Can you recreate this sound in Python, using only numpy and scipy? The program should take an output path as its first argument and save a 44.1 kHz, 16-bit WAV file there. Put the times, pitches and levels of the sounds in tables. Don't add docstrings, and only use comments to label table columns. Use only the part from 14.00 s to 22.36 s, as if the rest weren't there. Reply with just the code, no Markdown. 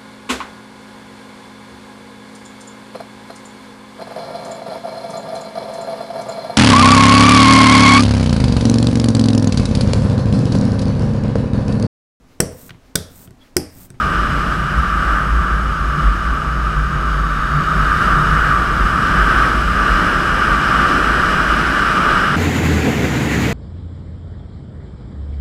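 import sys
import numpy as np
from scipy import signal
from scipy.fft import rfft, irfft, next_fast_len
from scipy.io import wavfile
from scipy.ndimage import uniform_filter1d, map_coordinates

SR = 44100
rng = np.random.default_rng(int(sys.argv[2]) if len(sys.argv) > 2 else 0)


def persist_wave(psi):
    counts = np.round(np.clip(psi, -1, 1) * 32767).astype(np.int16)
    wavfile.write(sys.argv[1], SR, np.atleast_2d(counts).T)


N = 368676


def amp(db):
    return 10 ** (np.asarray(db) / 20)


def unit(x):
    return x / np.sqrt(np.mean(x ** 2) + 1e-20)


def curves(rows):
    s, *columns = np.transpose(rows)
    t = np.arange(N) / SR
    return [np.interp(t, s, column) for column in columns]


def wobble(rate):
    knots = rng.standard_normal(800)
    return map_coordinates(knots, [np.arange(N) * min(rate, 90) / SR])


def bump(peak_s, half_s):
    return np.exp(-((np.arange(N) / SR - peak_s) / half_s) ** 2)


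def filtered(x, response):
    m = next_fast_len(N + SR // 2)
    spectrum = rfft(x, m) * response(np.fft.rfftfreq(m, 1 / SR))
    return irfft(spectrum, m)[..., :N]


def slope(points, hz):
    f, db = np.transpose(points)
    return amp(np.interp(np.log(hz + 1), np.log(f), db))


def modes(table, hz, steep):
    return sum(amp(db) ** 2 / (1 + (2 * (hz - centre) / width) ** 2) ** steep
               for centre, width, db in table)


def eddies(response, patchy_db):
    bins = signal.stft(rng.standard_normal(N + 512), nperseg=512)[2]
    across_pitch = uniform_filter1d(rng.standard_normal(bins.shape), size=8, axis=0)
    patches = uniform_filter1d(across_pitch, size=12, axis=1)
    noise = signal.istft(bins * amp(patchy_db * unit(patches)), nperseg=512)[1][:N]
    return unit(filtered(noise, response))


def whistles():
    # (f/Hz, width/Hz, resting level/dB, rise at the peak/dB)
    gaps = [(3700, 130, -57, 10), (4570, 90, -60, 9), (6580, 220, -57.5, 4)]
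    rise = bump(peak_s=3.8, half_s=0.98)
    total = 0
    for centre, width, db, rise_db in gaps:
        band = eddies(lambda hz: np.sqrt(modes([(centre, width, 0)], hz, steep=1.2)), patchy_db=.7)
        total = total + amp(db + rise_db * rise) * band
    return total


def shell(hz):
    # (f/Hz, width/Hz, level over the driving air/dB)
    low_modes = [(179, 19.4, 4.5), (356, 26, -2.5), (621, 83, 2.5)]
    return np.sqrt(1 + modes(low_modes, hz, steep=2.3))


def rumble():
    # (t/s, level/dB)
    rolling = [(0, -24), (3, -27), (4.1, -23), (5, -23), (6.3, -24.5), (8.36, -27.5)]
    # (f/Hz, level/dB)
    low_spectrum = [(8, -10), (20, 5), (35, 9), (51, 8), (75, 8.5), (100, 3), (130, 6), (190, 2),
                    (260, -4.5), (400, -33), (900, -120)]
    level_db, = curves(rolling)
    return amp(level_db) * eddies(lambda hz: slope(low_spectrum, hz) * shell(hz), patchy_db=-0.2)


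def buffet(level_db, gust):
    # (f/Hz, level/dB)
    knock_spectrum = [(100, -40), (190, -2.5), (300, -4), (520, -10.5), (760, -12.5), (1000, -11),
                      (2000, -41), (3000, -52), (6000, -120)]
    noise = eddies(lambda hz: slope(knock_spectrum, hz) * shell(hz), patchy_db=0.62)
    return amp(level_db + 0.6 * gust) * noise


def hiss(level_db, fizz_db, gust):
    knee_hz = 8500
    # (f/Hz, level/dB)
    hiss_spectrum = [(900, -7.5), (1900, -0.5), (2700, -5), (3600, -8), (4500, -16.5), (6200, -16.5),
                     (8900, -24), (12000, -27.5), (13900, -29), (15300, -35)]
    # (f/Hz, width/Hz, level over the hiss/dB)
    high_modes = [(2396, 410, 5), (2922, 310, 10.5), (3270, 350, 2.5), (4140, 510, 4.5), (5054, 850, 10),
                  (5770, 420, 3.5), (7940, 740, 8), (10420, 1500, 7.5), (14800, 900, 6)]

    def housing(hz):
        return slope(hiss_spectrum, hz) * np.sqrt(1 + modes(high_modes, hz, steep=1.85))

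    def fine(hz):
        return 1 / (1 + (knee_hz / (hz + 1)) ** 5)

    below = eddies(lambda hz: housing(hz) * np.sqrt(1 - fine(hz)), patchy_db=0.33)
    fizz = eddies(lambda hz: housing(hz) * np.sqrt(fine(hz)), patchy_db=.3)
    below = amp(level_db + 0.48 * wobble(30)) * below
    fizz = amp(fizz_db + 0.28 * wobble(32)) * fizz
    return amp(0.37 * gust) * (below + fizz)


def howl(lower_db, upper_db, gust):
    # (f/Hz, width/Hz, relative level/dB)
    lower_modes = [(1184, 105, -0.5), (1288, 216, -2.5)]
    # (f/Hz, width/Hz, relative level/dB)
    upper_modes = [(1499, 320, 1.5), (1720, 356, -9)]
    lower = eddies(lambda hz: np.sqrt(modes(lower_modes, hz, steep=2.33)), patchy_db=0.3)
    upper = eddies(lambda hz: np.sqrt(modes(upper_modes, hz, steep=1.92)), patchy_db=0.0)
    lower = amp(lower_db + 0.94 * gust + 0.6 * wobble(5)) * lower
    upper = amp(upper_db + 0.48 * gust + 0.88 * wobble(6)) * upper
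    return lower + upper


def airflow():
    # (t/s, strength/dB, extra drive of the howl/dB)
    flow = [(0, 0, -0.5), (.5, -1.5, 0), (1.1, -2.5, 2.5), (1.65, -4.5, 1.5), (1.95, -3.5, 0.5),
            (2.5, -5, 0), (3.1, -4.5, .5), (3.5, -4, 2.5), (3.9, -0.5, 3), (4.45, -0.5, 4.5),
            (4.7, -0.5, 2), (5.2, 2.5, 1.5), (5.6, 2.5, -1), (6, 3.5, -1), (6.6, 4, -2), (7.3, 5, -3),
            (8.36, 4.5, -3)]
    # (t/s at the peak, rise/dB)
    short_gusts = [(4.05, 1.5), (4.46, 1.5), (5.4, 1.5)]
    # (base level/dB, share of strength, share of extra drive)
    layers = dict(buffet=(-27.5, 0.91, .1), howl=(-19.5, 0.73, 0.69), upper=(-22.5, 1.27, 0.9),
              hiss=(-32, 1.06, 0.01), fizz=(-48, 0.92, 0.55))
    strength_db, extra_db = curves(flow)
    strength_db = strength_db + sum(db * bump(s, half_s=.09) for s, db in short_gusts)
    buffet_db, howl_db, upper_db, hiss_db, fizz_db = (
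        base_db + strength_share * strength_db + extra_share * extra_db
        for base_db, strength_share, extra_share in layers.values())
    gust = wobble(7.4)
    return (rumble() + buffet(buffet_db, gust) + hiss(hiss_db, fizz_db, gust)
            + howl(howl_db, upper_db, gust))


def swing(hz, wander, flicker_db, rate):
    phase = 2 * np.pi * np.cumsum(hz * (1 + wander * wobble(rate))) / SR
    flicker = amp(flicker_db * wobble(rate))
    return unit(flicker * np.sin(phase + rng.uniform(0, 2 * np.pi)))


def fits(drive_db, swings, half_s, ceiling, rate):
    peaks = sum(amp(db) ** 2 * bump(s, half_s) for s, db in swings)
    size = ceiling * np.tanh(np.hypot(wobble(rate), wobble(rate)) / ceiling)
    return np.sqrt((amp(drive_db) * size) ** 2 + peaks)


def mount():
    # (t/s, first mode level/dB, second mode level/dB)
    shake = [(0, -26, -35), (.6, -22.5, -33), (1.3, -19, -35), (2.3, -22.5, -34), (3.5, -22.5, -31),
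             (4.5, -22.5, -31), (5.9, -25, -40), (6.3, -25.5, -35), (7.3, -27, -36), (8.36, -28, -35)]
    # (t/s at the peak, level/dB)
    big_swings = [(.22, -20), (.37, -18), (.78, -13.5), (1.14, -16), (1.35, -17), (1.53, -14), (1.63, -17),
                  (1.89, -21), (2.08, -8.5), (2.62, -16), (2.79, -15), (3.11, -16.5), (3.21, -24),
                  (3.33, -22), (3.79, -15), (4.84, -17), (5.21, -14.5), (5.4, -17.5), (5.59, -16),
                  (5.68, -16), (5.93, -15.5), (7.5, -19)]
    # (t/s at the peak, level/dB)
    quick_swings = [(.12, -28), (.52, -25), (1.99, -22.5), (2.79, -21.5), (2.96, -24), (3.05, -26),
                    (3.57, -16), (3.84, -28), (4.2, -20), (4.34, -20), (4.47, -25.5), (5.15, -22),
                    (8.31, -25)]
    swing_s = 0.031
    first_db, second_db = curves(shake)
    first_hz = 51.25 + 1.58 * wobble(3)
    first = swing(first_hz, wander=0.0798, flicker_db=1.5, rate=40)
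    first = first * fits(first_db, big_swings, swing_s, ceiling=1.94, rate=12)
    second = swing(149.7, wander=0.0268, flicker_db=1.0, rate=25)
    second = second * fits(second_db, quick_swings, swing_s, ceiling=2.4, rate=14)
    return first + second


def scene():
    return (whistles() + airflow() + mount())[None]


def record(dry):
    ceiling, top_hz = .95, 15290
    soft = dry / (1 + np.abs(dry / ceiling) ** 5) ** (1 / 5)
    return filtered(soft, lambda hz: hz < top_hz)


dry = scene()
out = record(dry)
persist_wave(out)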